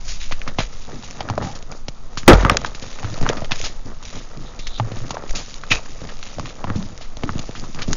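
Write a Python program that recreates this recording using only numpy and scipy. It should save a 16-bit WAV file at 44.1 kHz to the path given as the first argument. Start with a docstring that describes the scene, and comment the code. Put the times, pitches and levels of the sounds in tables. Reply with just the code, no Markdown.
"""Hands break and crumble a dry chalk block over a plastic tub, close to a one-microphone phone, for eight seconds.
From the start, noise grains rub and patter, and noise bursts crack and knock; lumps roll in narrow bands.
Near 2.3 s a heavy lump shocks the ringing tub and overloads the phone, and slow tub modes boom.
From 4.4 to 4.8 s a fingertip scratches a lump; cracks and crumbs go on to the end.
Throughout, the stand sways below hearing (narrow slow noise) and a quiet room hums (coloured noise)."""
import sys
import numpy as np
from scipy import signal
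from scipy.fft import rfft, irfft
from scipy.io import wavfile
from scipy.ndimage import uniform_filter1d

SR = 44100
rng = np.random.default_rng(int(sys.argv[2]) if len(sys.argv) > 2 else 0)


def dump(signal):
    """Clip the signal to [-1, 1] and save it as 16-bit WAV at the path in sys.argv[1]."""
    limited = np.clip(np.atleast_2d(signal).T, -1, 1)
    pcm = np.round(limited * 32767).astype(np.int16)
    wavfile.write(sys.argv[1], SR, pcm)


N = 351036  # length in samples

# Broad resonances of the plastic tub. Each row: centre in Hz, width in Hz, relative level in dB.
TUB_BODY = [(83, 55.6, 1.5), (141, 57, 4), (223, 134, 0.5), (331.6, 242, -7.5)]


def undb(db):
    """Decibels to gain."""
    return 10 ** (np.asarray(db) / 20)


def unit(x):
    """Scaled to rms 1."""
    return x / np.sqrt(np.mean(x ** 2))


def peaked(x, db):
    """Scaled to a peak level in dB."""
    return undb(db) * x / np.abs(x).max()


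def fade(t, t60):
    """Exponential decay, 60 dB in t60 seconds (never under 2 ms)."""
    return np.exp(-np.log(1000) * t / max(t60, .002))


def resonance(x, hz, width_hz):
    """Two-pole band-pass, gain 1 at the centre."""
    b, a = signal.iirpeak(hz, hz / width_hz, fs=SR)
    return signal.lfilter(b, a, x)


def steep(x, hz, width_hz):
    """A resonance applied twice, for dark flanks."""
    return resonance(resonance(x, hz, width_hz), hz, width_hz)


def body(x, modes):
    """Sum of broad resonances of alternating sign."""
    total = 0
    for k, (hz, width_hz, db) in enumerate(modes):
        total = total + (-1) ** k * undb(db) * resonance(x, hz, width_hz)
    return total


def add(out, s, sound):
    """Mixes a sound in at time s."""
    i = int(s * SR)
    out[i:i + len(sound)] += sound[:len(out) - i]


def walk(rate):
    """Random levels held 1 / rate s and slewed twice; spread near 1."""
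    hold = int(SR / rate)
    steps = np.repeat(rng.standard_normal(N // hold + 1), hold)
    slewed = uniform_filter1d(uniform_filter1d(steps, hold), hold)
    return 1.25 * slewed[:N]


def grains(rate, spread_db, smear_s, patchy_db):
    """Random ticks of uneven size, rate per second, each smeared into a short noise puff; they come in patches."""
    size_db = spread_db * np.minimum(rng.exponential(size=N), 4)
    ticks = (rng.random(N) < rate / SR) * undb(size_db)
    puffs = signal.lfilter([1], [1, -np.exp(-1 / (smear_s * SR))], ticks)
    return puffs * rng.standard_normal(N) * undb(patchy_db * walk(25))


def with_bursts(steady_db, bursts):
    """Level in dB of a steady layer plus bursts (s, hold s, dB) that rise, hold and die away."""
    attack_s, release_t60_s = 0.013, 0.19
    t = np.arange(N) / SR
    power = undb(2 * steady_db)
    for s, hold, db in bursts:
        rise = np.clip((t - s) / attack_s, 0, 1)
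        release = fade(np.maximum(t - s - attack_s - hold, 0), release_t60_s)
        power = power + (undb(db) * rise * release) ** 2
    return 10 * np.log10(power)


def snaps():
    """Each snap or landing: a gritty crack, the dry knock of the lump and a soft push into the tub."""
    # Each row: start in seconds, crack peak in dB, crack pitch in Hz, crack t60 in seconds,
    # knock peak in dB, knock pitch in Hz, thump peak in dB.
    snap_rows = [(0.079, -15.5, 6930, 0.36, -30, 1380, -46), (0.311, -20, 2600, 0.16, -21, 580, -35),
                 (0.3219, -14, 2440, 0.046, -15.5, 1300, -24.5), (0.416, -43, 2280, 0.031, -16, 2070, -44),
                 (0.4763, -17, 2170, 0.08, -14.5, 1260, -22), (0.5852, -9.5, 2160, 0.14, -8, 620, -11.5),
                 (0.6032, -19, 2230, .046, -15.5, 620, -21), (0.8904, -39, 6780, .046, -26.5, 670, -55),
                 (1.034, -28, 3880, 0.21, -29, 845, -36), (1.2058, -16.5, 2360, .046, -14.5, 700, -27.5),
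                 (1.2872, -22, 1990, .04, -16, 1260, -30), (1.299, -14.5, 3940, 0.037, -10.5, 861, -18),
                 (1.3777, -23, 6650, 0.08, -9.5, 576, -19), (1.4204, -22.5, 4090, 0.15, -23, 755, -40),
                 (1.44, -27, 5450, 0.17, -21, 710, -26), (1.551, -22, 6710, 0.11, -46, 553, -27),
                 (1.625, -21, 6480, 0.015, -41, 495, -44), (1.722, -25.5, 1880, 0.035, -26, 640, -49),
                 (1.8827, -14.5, 5900, 0.034, -22.5, 606, -24),
                 (2.1727, -13, 5910, 0.11, -15.5, 1160, -22.5),
                 (2.2317, -32, 4700, 0.066, -24.5, 1380, -27), (2.279, 12.5, 2030, 0.067, 13, 1220, -11),
                 (2.3313, -1.5, 2060, 0.05, -6, 520, 1), (2.408, -18, 2480, .024, -26, 526, -22),
                 (2.43, -21, 2020, 0.052, -34, 664, -13), (2.4491, -23, 2000, 0.045, -0.5, 1000, -6),
                 (2.497, 3.5, 2220, 0.014, -0.5, 1170, -17), (2.5147, -12.5, 2050, 0.027, -23, 670, -10),
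                 (2.5563, -40, 2090, .04, -16.5, 493, -25), (2.5695, 1.5, 3130, 0.015, -18, 1250, -28),
                 (2.6469, -17, 2120, 0.028, -9.5, 1090, -30), (2.659, -19.5, 3810, 0.1, -30, 1300, -34),
                 (2.7476, -19.5, 4170, 0.078, -23, 1820, -30), (2.823, -20.5, 3670, 0.062, -33, 506, -27),
                 (2.9878, -30, 2070, 0.046, -23.5, 1750, -45), (3.029, -24.5, 2010, 0.051, -21.5, 775, -44),
                 (3.0444, -28, 2604, 0.098, -18.5, 1360, -21.5),
                 (3.175, -21.5, 6690, 0.038, -29, 659, -27.5), (3.2117, -20, 5400, 0.033, -19, 485, -15),
                 (3.2267, -20, 3890, 0.03, -24, 880, -12), (3.264, -27, 2870, .04, -7.5, 1080, -32),
                 (3.2897, -6.5, 4400, 0.024, -9.5, 1670, -25), (3.2975, -18, 2100, 0.041, -7.5, 487, -26),
                 (3.33, -20, 5200, 0.026, -23, 506, -29), (3.3686, -21, 2010, .075, -29, 646, -28),
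                 (3.4193, -29, 2030, 0.033, -17.5, 600, -23), (3.4441, -22, 2540, 0.054, -24, 478, -31),
                 (3.5088, -13.5, 2620, 0.15, -17.5, 830, -28), (3.5181, -2.5, 2240, 0.051, -32, 1360, -18),
                 (3.6396, -13, 4730, 0.19, -23, 800, -38), (4.0264, -22, 5930, 0.023, -32, 876, -37.5),
                 (4.052, -16.5, 4730, 0.014, -43, 720, -50), (4.5902, -23, 4100, .1, -35, 476, -30),
                 (4.669, -15, 3940, 0.056, -40, 528, -53), (4.783, -28, 3660, 0.087, -34.5, 1210, -32.5),
                 (4.798, -16, 1980, 0.025, -8.5, 790, -18.5), (4.9167, -26, 2150, 0.058, -25, 554, -20),
                 (4.9667, -29, 2280, 0.085, -32, 673, -23), (5.1061, -16.5, 4900, .054, -14.5, 850, -26),
                 (5.143, -22.5, 6370, 0.059, -21, 522, -42), (5.169, -43, 2120, 0.033, -13.5, 830, -44),
                 (5.2372, -31, 7000, .04, -21.5, 510, -45), (5.181, -32.5, 3820, .03, -38, 665, -48),
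                 (5.2932, -23.5, 2850, 0.044, -45, 560, -50), (5.3076, -15, 5370, 0.012, -26.5, 540, -41),
                 (5.35, -10.5, 6700, 0.23, -35, 550, -26), (5.6355, -25.5, 2000, 0.049, -19, 1290, -47),
                 (5.7087, -12.5, 2450, 0.1, -32, 1290, -15), (5.7161, -0.5, 2480, 0.072, -12, 1290, -22),
                 (5.7283, -11, 2710, .029, -19, 1950, -21), (5.7502, -25, 3560, .046, -27, 791, -32),
                 (5.858, -27, 5500, 0.046, -32, 1110, -43), (6.0882, -25.5, 2120, .095, -33.5, 767, -33),
                 (6.2646, -27, 2500, 0.041, -34, 646, -40), (6.0163, -30, 2550, 0.035, -29, 584, -25),
                 (6.2281, -19, 3370, 0.021, -23.5, 1830, -44), (6.3837, -27, 4480, 0.045, -19, 610, -24),
                 (6.396, -17.5, 5610, 0.021, -16, 1000, -24), (6.4571, -19.5, 2030, 0.023, -24, 1210, -35),
                 (6.641, -23, 2020, .04, -13, 840, -19.5), (6.7004, -40.5, 2010, .035, -14.5, 1230, -13.5),
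                 (6.7565, -26.5, 3750, 0.13, -28, 490, -12.5), (6.8025, -40, 2580, .04, -31.5, 900, -33),
                 (7.01, -27.5, 2700, 0.25, -31, 654, -42), (7.1697, -17, 5700, 0.011, -29.5, 674, -31),
                 (7.2348, -16.5, 2060, 0.03, -17.5, 533, -14),
                 (7.2916, -36, 2020, 0.052, -10.5, 1250, -16.5), (7.3538, -34, 2020, .04, -29, 482, -13.5),
                 (7.3915, -17, 4700, 0.033, -25, 580, -20.5), (7.4908, -27, 6670, .04, -23.5, 518, -21.5),
                 (7.5096, -26.5, 3170, .032, -32, 1370, -37), (7.5516, -25.5, 2030, 0.13, -20.5, 1320, -35),
                 (7.639, -29.5, 3490, 0.065, -24, 855, -26), (7.746, -18.5, 5750, .034, -32, 910, -27),
                 (7.788, -21.5, 2030, 0.092, -26, 1220, -33), (7.8185, -14.5, 3180, 0.09, -32, 1400, -28),
                 (7.879, -26, 4870, .069, -31, 514, -26), (7.9304, -2, 5700, 0.029, -17, 1080, -35)]
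    crack_q, knock_q = 0.49, 1.5
    head_db, head_t60, rise_share = 6, 0.0047, 0.011
    knock_t60, blow_db, blow_delay_s, push_s = .035, 25, 0.00073, 0.0016
    out, t = np.zeros(N), np.arange(SR // 6) / SR
    chance = rng.standard_normal((len(snap_rows), 3, len(t)))

    push = np.sin(np.pi * np.minimum(t / push_s, 1)) ** 2
    thump = body(push * (t < push_s), TUB_BODY)
    head = undb(head_db) * fade(t, head_t60)  # the first contact is the sharpest
    blow = undb(blow_db) * (np.arange(len(t)) == int(blow_delay_s * SR))  # one-sample click
    for row, (hiss, dull, grit) in zip(snap_rows, chance):
        s, crack_db, crack_hz, t60, knock_db, knock_hz, thump_db = row
        rise = 1 - np.exp(-t / (rise_share * t60))  # long crunches also build up slowly
        # the break runs on as smaller splinters, so the tail is grainy
        tail = fade(t, t60) * undb(12.3 * uniform_filter1d(grit, size=16))
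        splinters = hiss * rise * (head + tail)
        crack = steep(splinters, crack_hz, crack_hz / crack_q)
        crack = crack + 0.13 * np.diff(splinters, prepend=0)  # bright edge
        struck = blow * np.sign(dull[0]) + dull * fade(t, knock_t60)
        knock = steep(struck, knock_hz, knock_hz / knock_q)
        add(out, s, peaked(crack, crack_db) + peaked(knock, knock_db) + peaked(thump, thump_db))
    return out


def heavy_drop():
    """Each blow shocks the tub, the heap keeps shaking it, and the whole tub booms a moment later."""
    # The heavy lump and its rebounds. Each row: start in seconds, blow gain in dB.
    blows = [(2.279, 19.5), (2.288, 15), (2.298, 4.5), (2.315, 1.5)]
    # Where the loaded tub and heap answer. Each row: centre in Hz, width in Hz,
    # peak in dB before the blow gain, t60 of the shaking in seconds.
    tub_ring = [(175, 70, -11, .1), (240, 90, -9, .1), (340, 80, -7, .1), (500, 150, -10, .17),
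                (850, 350, -10, .17), (1200, 450, -8, .14)]
    # Slowest tub modes, rung once. Each row: pitch in Hz, starting level in dB, t60 in seconds.
    tub_boom = [(46, -2, .6), (86, -5, .3)]
    shock_db, boom_s = 24, 2.31
    out, t = np.zeros(N), np.arange(SR // 2) / SR
    chance = rng.standard_normal((len(blows), len(t)))
    chance[:, 0] = undb(shock_db)  # the shock is the first sample
    for (s, blow_db), shaking in zip(blows, chance):
        ring = 0
        for hz, width_hz, db, t60 in tub_ring:
            ring = ring + peaked(steep(shaking * fade(t, t60), hz, width_hz), db)
        add(out, s, undb(blow_db) * ring)
    boom = sum(undb(db) * np.sin(2 * np.pi * hz * t) * fade(t, t60) for hz, db, t60 in tub_boom)
    add(out, boom_s, boom)
    return out


def rolling():
    """Quick small bumps ring whichever part of tub or heap the lump rolls or grinds over, in one narrow band."""
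    # Each row: start in seconds, hold in seconds, level in dB, pitch in Hz.
    roll_rows = [(1.297, .01, -23, 94), (1.413, 0.074, -36.5, 800), (2.446, 0.022, -24.5, 1193),
                 (3.037, .03, -26, 102.5), (4.795, 0.011, -21, 109.6), (4.904, 0.11, -28, 118.3),
                 (5.107, 0.018, -35, 1094), (5.7, 0.0077, -20.5, 2570), (6.695, 0.013, -24.5, 96.6),
                 (6.754, 0.032, -25.5, 190.7), (7.232, 0.014, -28, 281), (7.283, .04, -31, 93.6)]
    roll_q = 5.6
    bumps = grains(700, spread_db=0.5, smear_s=0.0025, patchy_db=2.0)
    silent_db = np.full(N, -120.)
    total = np.zeros(N)
    for s, hold, db, hz in roll_rows:
        level_db = with_bursts(silent_db, [(s, hold, db)])
        total += undb(level_db) * unit(steep(bumps, hz, hz / roll_q))
    return total


def crumbling(grit_db, dust_db, crumb_db, drum_db):
    """Grit and dust swish between the fingers, crumbs rustle on the heap, and their rain drums the tub."""
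    # Bands of the coarse grit, fine dust and heap. Each row: centre in Hz, width in Hz, relative level in dB.
    grit_bands = [(2350, 1560, 4), (3935, 490, 10)]
    dust_bands = [(4524, 1400, -1.5), (6664, 1550, -1)]
    heap_bands = [(478, 196, -2), (800, 520, -6), (1250, 165, -4), (1865, 360, -15)]
    swish = grains(2400, spread_db=3.2, smear_s=.001, patchy_db=1.6)
    ticks = grains(40, spread_db=3.5, smear_s=.0007, patchy_db=1.2)  # single dry grains let go
    rubbing = unit(swish) + undb(-5) * unit(ticks)
    rustle = grains(900, spread_db=3.3, smear_s=.0012, patchy_db=1.2)
    taps = grains(30, spread_db=3.0, smear_s=.0008, patchy_db=1.2)  # larger crumbs land one by one
    crumbs = body(unit(rustle) + undb(-6) * unit(taps), heap_bands)
    drum = body(grains(500, spread_db=2.5, smear_s=.003, patchy_db=1.2), TUB_BODY)
    grit = undb(grit_db) * unit(body(rubbing, grit_bands))
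    dust = undb(dust_db) * unit(body(rubbing, dust_bands))
    return grit + dust + undb(crumb_db) * unit(crumbs) + undb(drum_db) * unit(drum)


def scratch():
    """A fingertip scratches a lump: stick-slip grit in one narrow band."""
    # Level curve. Each row: time in seconds, level in dB.
    scratch_curve = [(4.42, -68), (4.49, -39), (4.55, -57), (4.61, -45), (4.7, -40), (4.78, -39),
                     (4.81, -75)]
    s, db = np.transpose(scratch_curve)
    slips = grains(1200, spread_db=-1.0, smear_s=0.00089, patchy_db=6.5)
    slips = steep(slips, 3750, 760)
    return undb(np.interp(np.arange(N) / SR, s, db)) * unit(slips)


def sway(sway_db):
    """The stand rocks slowly as the arms move the tub and the air: noise in a band below hearing."""
    sway_hz, width_hz = 9.66, 5.9
    slow = resonance(rng.standard_normal(N), sway_hz, width_hz)
    return undb(sway_db) * unit(resonance(slow, sway_hz, 3 * width_hz))


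def room():
    """Steady coloured room noise with two wavering hums of narrow-band noise."""
    # Colour of the noise. Each row: frequency in Hz, relative density in dB per Hz.
    room_colour = [(18, -38), (30, -1), (70, -22), (145, -15), (191, -26), (1020, -27), (1310, -26),
                   (1640, -39), (7500, -39)]
    # Each row: centre in Hz, width in Hz, level in dB.
    hum_rows = [(138.3, 15, -57), (227.7, 20, -54.5)]
    room_db = -46
    hz = np.maximum(np.fft.rfftfreq(N, 1 / SR), 1)
    points_hz, points_db = np.transpose(room_colour)
    colour_db = np.interp(np.log(hz), np.log(points_hz), points_db)
    hiss = irfft(rfft(rng.standard_normal(N)) * undb(colour_db), N)
    hums = sum(undb(db) * unit(resonance(rng.standard_normal(N), f, w)) for f, w, db in hum_rows)
    return undb(room_db) * unit(hiss) + hums


def scene():
    """The hands' work sets the moving levels, and all sources meet at the one microphone."""
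    # Steady work of the hands. Each row: time in seconds, rubbing in dB, trickle of crumbs in dB, sway in dB.
    hand_work = [(0, -47, -51.5, -16.5), (.3, -46, -56, -20), (.4, -48, -46, -23.5),
                 (.52, -53.5, -51.5, -18.5), (.8, -45, -50, -22), (1.15, -49, -43.5, -32),
                 (1.55, -52.5, -44, -25), (1.85, -60, -60, -26), (2.2, -51.5, -46, -24),
                 (2.7, -48, -47, -25.5), (3.099, -44, -39, -29), (3.5, -49, -43, -26.5),
                 (3.8, -53, -52, -24), (4.3, -49, -46, -26.5), (4.8, -49, -49.5, -23.5),
                 (5.1, -43.5, -42, -27), (5.21, -52.5, -51, -32), (5.3, -45, -46.5, -30.5),
                 (5.9, -46.5, -47, -26.5), (6.3, -46, -46.5, -27), (6.58, -51, -43.5, -24.5),
                 (6.7, -47, -42, -23), (6.95, -47.5, -47.5, -29), (7.12, -55.5, -51.5, -24),
                 (7.3, -44.5, -43, -21), (7.96, -49, -53, -25.5)]
    # Fingers grind or wipe the chalk. 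Each row: start in seconds, hold in seconds, fine dust in dB,
    # coarse grit in dB.
    rubs = [(0.037, 0.074, -37, -43.5), (0.195, 0.034, -40, -37.5), (0.578, 0.031, -37.5, -37),
            (1.013, 0.11, -45, -45.5), (1.42, 0.091, -42.5, -44), (1.7, .06, -48.5, -62),
            (2.3, 0.11, -38.5, -38), (2.482, 0.15, -45, -40.5), (2.812, 0.13, -45.5, -44.5),
            (3.263, .11, -40.5, -43), (3.539, 0.11, -36.5, -36.5), (3.84, 0.026, -48.5, -56),
            (4.016, 0.16, -43.5, -42.5), (4.954, 0.038, -44.5, -46), (5.273, 0.052, -43, -49),
            (5.365, 0.13, -42.5, -43.5), (5.697, 0.024, -25.5, -26), (6.22, 0.064, -52, -47),
            (6.442, 0.043, -42.5, -40.5), (7.535, 0.057, -46, -60), (7.848, 0.12, -40, -43.5)]
    # Handfuls of crumbs fall on the heap. Each row: start in seconds, hold in seconds, patter in dB,
    # tub drumming in dB.
    showers = [(0.454, 0.027, -38, -38), (0.577, 0.027, -35, -54), (.87, 0.072, -43.5, -36),
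               (1.181, 0.14, -40, -43), (1.3, 0.056, -44, -31.5), (1.39, 0.066, -34, -27.5),
               (1.69, 0.038, -42, -38.5), (2.323, 0.075, -21, -33), (2.437, 0.07, -21, -27),
               (2.543, 0.11, -36, -35.5), (2.819, 0.023, -38, -42), (3.03, .14, -43, -38),
               (3.216, 0.095, -28.5, -27.5), (3.336, 0.074, -36, -36), (3.591, 0.062, -38.5, -39),
               (3.849, 0.06, -43.5, -35.5), (4.12, 0.034, -37.5, -35.5), (4.36, .06, -57, -34),
               (4.815, 0.23, -41.5, -36.5), (5.076, 0.17, -40.5, -40), (5.32, .07, -38.5, -38),
               (5.697, .05, -31.5, -38), (6.02, 0.06, -43, -34), (6.363, 0.12, -52, -35.5),
               (6.66, 0.076, -36.5, -32), (6.78, 0.13, -50.5, -38.5), (7.217, 0.16, -41, -35.5),
               (7.562, 0.11, -49, -35), (7.748, 0.057, -37, -34.5), (7.867, 0.049, -39.5, -26)]
    # The stand is jolted. Each row: start in seconds, hold in seconds, sway in dB.
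    jolts = [(0.585, .05, -14.5), (2.27, .04, -8), (2.67, .05, -23.5), (3.198, .06, -17), (3.465, .05, -24),
             (4.024, .04, -22.5), (5.296, .04, -16.5), (5.71, .05, -18.5), (6.544, .05, -26.5),
             (7.855, .05, -18)]
    grit_offset_db, drum_offset_db = -1.5, -1  # grit against steady rubbing, drumming against trickle

    s, *columns = np.transpose(hand_work)
    rub_db, trickle_db, sway_db = (np.interp(np.arange(N) / SR, s, c) for c in columns)
    dust_db = with_bursts(rub_db, [(s, hold, dust) for s, hold, dust, grit in rubs])
    grit_db = with_bursts(rub_db + grit_offset_db, [(s, hold, grit) for s, hold, dust, grit in rubs])
    crumb_db = with_bursts(trickle_db, [(s, hold, patter) for s, hold, patter, drum in showers])
    drum_db = with_bursts(trickle_db + drum_offset_db, [(s, hold, drum) for s, hold, patter, drum in showers])

    chalk = snaps() + heavy_drop() + rolling() + crumbling(grit_db, dust_db, crumb_db, drum_db) + scratch()
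    mono = chalk + sway(with_bursts(sway_db, jolts)) + room()
    return np.array([mono, mono])


def record(dry):
    """A narrow microphone band, hard overload that spills above it, and the final cut."""
    band_hz, top_hz = 7030, 16100
    microphone = signal.ellip(10, .3, 75, band_hz, fs=SR, output="sos")
    final_cut = signal.ellip(8, .2, 60, top_hz, fs=SR, output="sos")
    narrow = signal.sosfilt(microphone, dry)
    clipped = np.clip(narrow, -.97, .97)
    return np.clip(signal.sosfilt(final_cut, clipped), -1, 1)


dry = scene()
out = record(dry)
dump(out)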